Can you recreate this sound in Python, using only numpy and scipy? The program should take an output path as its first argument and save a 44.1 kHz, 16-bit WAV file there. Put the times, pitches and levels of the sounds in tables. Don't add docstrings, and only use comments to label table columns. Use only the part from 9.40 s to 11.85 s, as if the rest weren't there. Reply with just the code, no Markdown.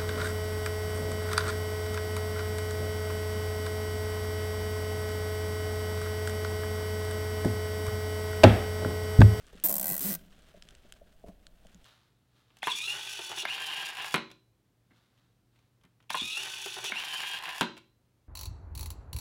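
import sys
import numpy as np
from scipy import signal
from scipy.fft import rfft, irfft, next_fast_len
from scipy.io import wavfile
from scipy.ndimage import uniform_filter1d

SR = 44100
rng = np.random.default_rng(int(sys.argv[2]) if len(sys.argv) > 2 else 0)


def store_pcm(level_fs):
    pcm = np.round(np.clip(level_fs, -1, 1) * 32767).astype(np.int16)
    wavfile.write(sys.argv[1], SR, np.atleast_2d(pcm).T)


N = 108045
TIME_S = np.arange(N) / SR


def from_db(db):
    return 10 ** (np.asarray(db) / 20)


def rms_one(x):
    return x / np.sqrt(np.mean(x ** 2) + 1e-20)


def curve(rows, time_s, column=1):
    rows = np.array(rows)
    return np.interp(time_s, rows[:, 0], rows[:, column])


def colour(x, points):
    size = 2 * next_fast_len(len(x))
    freq_hz, level_db = np.transpose(points)
    grid_hz = np.maximum(np.arange(size // 2 + 1) * SR / size, 1)
    gain = from_db(np.interp(np.log(grid_hz), np.log(freq_hz), level_db))
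    cepstrum = irfft(np.log(gain))
    cepstrum[1:size // 2] *= 2
    cepstrum[size // 2 + 1:] = 0
    response = np.exp(rfft(cepstrum))
    return irfft(rfft(x, size) * response)[:len(x)]


def low_pass(x, cutoff_hz):
    return signal.sosfilt(signal.butter(2, cutoff_hz, fs=SR, output="sos"), x)


def add(out, start_s, sound):
    start = int(start_s * SR)
    out[start:start + len(sound)] += sound[:max(N - start, 0)]


def dying_noise(t60_s, size=3000):
    fade = from_db(-60 * np.arange(size) / SR / t60_s)
    spectrum = rfft(rng.standard_normal(size) * fade)
    smooth_power = uniform_filter1d(np.abs(spectrum) ** 2, size=size // 70)
    flat = irfft(spectrum / np.sqrt(smooth_power + 1e-12), size)
    tail = flat * np.linspace(1, 0, size) ** 2
    return tail / np.linalg.norm(tail)


def ring(modes, spread_db, size=9000):
    t = np.arange(size) / SR
    out = np.zeros(size)
    for k, (freq_hz, level_db, t60_s) in enumerate(modes):
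        fade = from_db(level_db + spread_db * rng.standard_normal() - 60 * t / t60_s)
        out += (-1) ** k * fade * np.sin(2 * np.pi * freq_hz * t)
    return out


AIR_RMS_DB = -58.5
# (relative, per Hz)
AIR_SPECTRUM = [(20, 5), (40, 1.5), (70, -4), (120, -12.5), (180, -11), (280, -19), (450, -24.5),
                (640, -16.5), (900, -28), (2000, -47.5), (6000, -41.5), (15000, -40.5)]


def hangar_air():
    return from_db(AIR_RMS_DB) * rms_one(colour(rng.standard_normal(N), AIR_SPECTRUM))


HALL_T60_S, HALL_BASS_T60_S = 0.37, 0.8
# freq_hz, level_db
HALL_SPECTRUM = [(100, -33.5), (165, -13.5), (200, -15.5), (260, -13), (1000, -18.5), (4000, -19.5),
                 (13000, -26.5)]


def hangar_reverb(x):
    full = dying_noise(HALL_T60_S, size=SR)
    treble = full - low_pass(full, 370.4)
    bass = low_pass(dying_noise(HALL_BASS_T60_S, size=SR), 400)
    return signal.fftconvolve(x, colour(treble + bass, HALL_SPECTRUM))[:N]


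GRAINS_PER_S, GRAIN_SPREAD_DB = 2500, 1.5
FLUTTER_RMS_DB, FLUTTER_CUTOFF_HZ = 2, 26.12
CATCHES_PER_S, CATCH_DB, CATCH_SPREAD_DB = 45, 22.5, 2.5
# time_s, level_db
RUB_LEVEL = [(0, -66.5), (.2, -60.5), (.8, -68), (.93, -67.5), (1.05, -65), (1.2, -66), (1.35, -65.5),
             (1.52, -68), (1.58, -72.5), (1.8, -72.5), (1.88, -74), (1.97, -74), (2.15, -73.5),
             (2.27, -68.5), (2.45, -69.5)]
# freq_hz, level_db (relative)
RUB_SPECTRUM = [(400, 9), (900, -1.5), (1500, 7), (2200, 2.5), (3100, 5), (5000, -4), (9000, -10.5),
                (15000, -23.5)]


def rubbing():
    born = rng.random(N) < GRAINS_PER_S / SR
    grain_db = GRAIN_SPREAD_DB * np.minimum(rng.exponential(1, N), 5)
    grains = born * rng.choice([-1, 1], N) * from_db(grain_db)
    flutter = rms_one(low_pass(rng.standard_normal(N), FLUTTER_CUTOFF_HZ))
    caught = rng.random(N) < CATCHES_PER_S / SR
    catches = caught * from_db(CATCH_DB + CATCH_SPREAD_DB * rng.uniform(-1.3, 1, N))
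    slip = rms_one(colour(grains, RUB_SPECTRUM)) + colour(catches, TICK_SPECTRUM)
    return slip * from_db(curve(RUB_LEVEL, TIME_S) + FLUTTER_RMS_DB * flutter)


# start_s, level_db, t60_s
SCUFF_EVENTS = [(0.129, -23, 0.082), (1.863, -26, 0.083), (1.873, -24.5, 0.055), (1.883, -18.5, 0.12)]
# freq_hz, level_db
SCUFF_SPECTRUM = [(30, 16), (70, 19), (130, 3.5), (400, 14.5), (1100, -3), (2000, -9.5), (4000, -14),
                  (9000, -18.5), (15000, -22.5)]


def scuffs():
    out = np.zeros(N)
    for start_s, level_db, t60_s in SCUFF_EVENTS:
        add(out, start_s, from_db(level_db) * dying_noise(t60_s))
    return colour(out, SCUFF_SPECTRUM)


BAND_RATIO = 1.47
SLIDE_SHARE, SKIN_CUTOFF_HZ = 0.73, 900
# start_s, level_db, favoured_hz, slide_t60_s
BUMP_EVENTS = [(.131, -35, 340, 0.026), (0.148, -5.5, 272, 0.0088), (0.514, 8.5, 167, 0.011),
               (1.141, -5, 688, 0.06), (1.169, -12, 400, 0.047), (1.247, -9.5, 190, 0.043),
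               (1.318, -14, 620, 0.044), (1.337, -9, 206, 0.043), (1.445, -10, 400, 0.11),
               (1.612, -7, 642, 0.042), (1.8392, 8, 400, 0.005), (1.886, -1, 228, 0.011),
               (1.895, -5.5, 435, 0.047), (1.915, -11, 700, .04), (2.249, -5.5, 670, 0.045),
               (2.348, -11, 172, .04)]
# freq_hz, level_db, t60_s
HOSE_MODES = [(181.4, -40, 0.1), (282, -46.5, .05), (399, -44.5, 0.031), (523, -43.5, 0.02),
              (585, -44, 0.066), (672, -41.5, 0.055), (1096, -57.5, 0.017)]


def bumps():
    out = np.zeros(N)
    for start_s, level_db, favoured_hz, t60_s in BUMP_EVENTS:
        push = np.sqrt(SLIDE_SHARE) * dying_noise(t60_s)
        push[0] += np.sqrt(1 - SLIDE_SHARE)
        hose = signal.fftconvolve(push, ring(HOSE_MODES, spread_db=2.5))
        band_hz = [favoured_hz / BAND_RATIO, favoured_hz * BAND_RATIO]
        contact = signal.butter(1, band_hz, "band", fs=SR, output="sos")
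        add(out, start_s, from_db(level_db) * signal.sosfilt(contact, hose))
    return low_pass(out, SKIN_CUTOFF_HZ)


TICK_DB, TICK_T60_S, TICK_DIRECT_DB = -21.5, 0.015, 4.5
TICK_RING_DB, TICK_RING_T60_S = -13.5, 0.0054
# start_s, level_db, ring_hz, cutoff_hz
TICK_EVENTS = [(0.068, -16.5, 9300, 11700), (0.1552, -17, 5300, 9000), (.2000, -9, 3030, 8850),
               (1.023, -22.5, 8500, 11000), (1.2239, -2.5, 5490, 6200), (1.236, -24, 5000, 9000),
               (1.288, -7, 3580, 7650), (1.3080, -14, 3600, 8800), (1.351, -9.5, 2800, 7400),
               (1.5236, -2.5, 3290, 13700), (1.539, -19, 5030, 10000), (2.0679, -6.5, 4430, 8100),
               (2.2693, -15, 3150, 12000), (2.346, -16.5, 7040, 13000), (2.4437, -13.5, 3350, 9800)]
# freq_hz, level_db
TICK_SPECTRUM = [(600, -26), (1000, -18.5), (1500, 0.5), (2300, -8), (3100, 1), (4500, -3), (6000, -2.5),
                 (8200, -0.5), (10500, -9), (15000, -16)]


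def ticks():
    out = np.zeros(N)
    for start_s, level_db, ring_hz, cutoff_hz in TICK_EVENTS:
        mode = (ring_hz, TICK_RING_DB, TICK_RING_T60_S)
        click = dying_noise(TICK_T60_S) + ring([mode], spread_db=3, size=3000)
        click[0] += from_db(TICK_DIRECT_DB)
        add(out, start_s, from_db(TICK_DB + level_db) * low_pass(click, cutoff_hz))
    return colour(out, TICK_SPECTRUM)


TOOTH_CHANGE = 0.65


def tooth_clicks(times_s, levels_db, t60_s, direct_db):
    out = np.zeros(N)
    shared = dying_noise(t60_s)
    for start_s, level_db in zip(times_s, levels_db):
        click = np.sqrt(1 - TOOTH_CHANGE) * shared + np.sqrt(TOOTH_CHANGE) * dying_noise(t60_s)
        click[0] += from_db(direct_db)
        add(out, start_s, from_db(level_db) * click)
    return out


SNAP_DB, SNAP_T60_S, SNAP_DIRECT_DB = 2, 0.025, -5.5
CLACK_DB, CLACK_T60_S, CLACK_DIRECT_DB = -15.5, 0.043, -13.5
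PAWL_HZ, PAWL_T60_S = 14000, .0025
TOOTH_SPREAD_DB, MODE_SPREAD_DB = -0.73, 3.55
# time_s, teeth_passed
STRAP_TRAVEL = [(0.2386, 0), (0.2657, 9), (0.2728, 10), (0.2861, 11), (0.3116, 14), (0.3548, 17),
                (0.3659, 18), (0.4286, 22), (0.4569, 24), (0.4806, 26), (0.5516, 33), (0.6069, 37),
                (0.6367, 41), (0.6582, 45), (0.697, 53), (0.7138, 56), (0.7287, 58), (0.7502, 60)]
# time_s, snap_db, clack_db, hum_db, knock_db, twang_db
TOOTH_STRENGTH = [(.238, 2, 7, 6.5, -3, -14), (.257, -5.5, -5, -6, -1.5, -12), (.278, 0, 2.5, 6.5, 4.5, -3),
                  (.32, 1, 2, 5, 7.5, -5), (.37, 1.5, 1.5, 0, 4, -3), (.42, 0, 4, 4.5, 4, 2.5),
                  (.485, -0.5, 0, 2, 4.5, 10.5), (.517, -1, -2, 4, 7, 10), (.56, -3, 1.5, -14, 0, 4),
                  (.615, -3.5, 3, 7.5, -11, -6), (.66, -4, 3.5, 6, -2, 5.5), (.71, -6, 2.5, 5, -4, 5),
                  (.75, -4.5, 3.5, -0.5, -6.5, 5.5)]
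# freq_hz, level_db
SNAP_SPECTRUM = [(3000, -36), (6000, -15), (7200, -12.5), (8000, -7), (9000, -7), (9600, -6), (10200, -9.5),
                 (11400, -5.5), (12300, -0.5), (13400, 0), (14600, -3), (15600, 1.5), (16500, -25)]
# freq_hz, level_db
CLACK_SPECTRUM = [(500, -34.5), (1100, -2), (1700, -7), (2400, -5), (2900, -4.5), (4000, -4.5), (4700, -3),
                  (6200, 0), (8500, -18), (14000, 1)]
# time_s, level_db
PAWL_LEVEL = [(.238, -24.5), (.248, -14.5), (.257, -6), (.264, -10), (.275, -34), (.75, -50.5)]
# freq_hz, level_db, t60_s
HUM_MODES = [(165.8, -50.5, 0.17), (200.8, -47, 0.088), (307, -51, 0.093), (397, -54.5, 0.036)]
# freq_hz, level_db, t60_s
KNOCK_MODES = [(508, -54.5, 0.051), (545, -50.5, 0.066), (640.6, -51, 0.091), (750, -48, 0.047),
               (1058, -55, 0.061)]
# freq_hz, level_db, t60_s
TWANG_MODES = [(1550, -58, 0.11), (1935, -53.5, 0.043), (2034, -56.5, 0.032), (2566, -60, 0.027),
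               (4240, -59, 0.025)]


def ratchet():
    travel_s, teeth = np.transpose(STRAP_TRAVEL)
    times_s = np.interp(np.arange(teeth[-1] + 1), teeth, travel_s)
    uneven_db = TOOTH_SPREAD_DB * rng.standard_normal(len(times_s))
    snap_db = SNAP_DB + curve(TOOTH_STRENGTH, times_s, column=1) + uneven_db
    clack_db = CLACK_DB + curve(TOOTH_STRENGTH, times_s, column=2) + uneven_db
    snap = tooth_clicks(times_s, snap_db, SNAP_T60_S, SNAP_DIRECT_DB)
    clack = tooth_clicks(times_s, clack_db, CLACK_T60_S, CLACK_DIRECT_DB)
    body = np.zeros(N)
    resonators = [(HUM_MODES, 3, 6000), (KNOCK_MODES, 4, 4000), (TWANG_MODES, 5, 2500)]
    for start_s in times_s:
        pawl_mode = (PAWL_HZ, curve(PAWL_LEVEL, start_s), PAWL_T60_S)
        add(body, start_s, ring([pawl_mode], TOOTH_SPREAD_DB, size=500))
        for modes, column, size in resonators:
            gain = from_db(curve(TOOTH_STRENGTH, start_s, column))
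            add(body, start_s, gain * ring(modes, MODE_SPREAD_DB, size))
    return colour(snap, SNAP_SPECTRUM) + colour(clack, CLACK_SPECTRUM) + body


def scene():
    near = ratchet() + ticks() + bumps() + scuffs() + rubbing()
    return (near + hangar_reverb(near) + hangar_air())[None]


CUTOFF_HZ = 16000


def record(dry):
    return signal.sosfilt(signal.ellip(10, .2, 70, CUTOFF_HZ, fs=SR, output="sos"), dry)


dry = scene()
out = record(dry)
store_pcm(out)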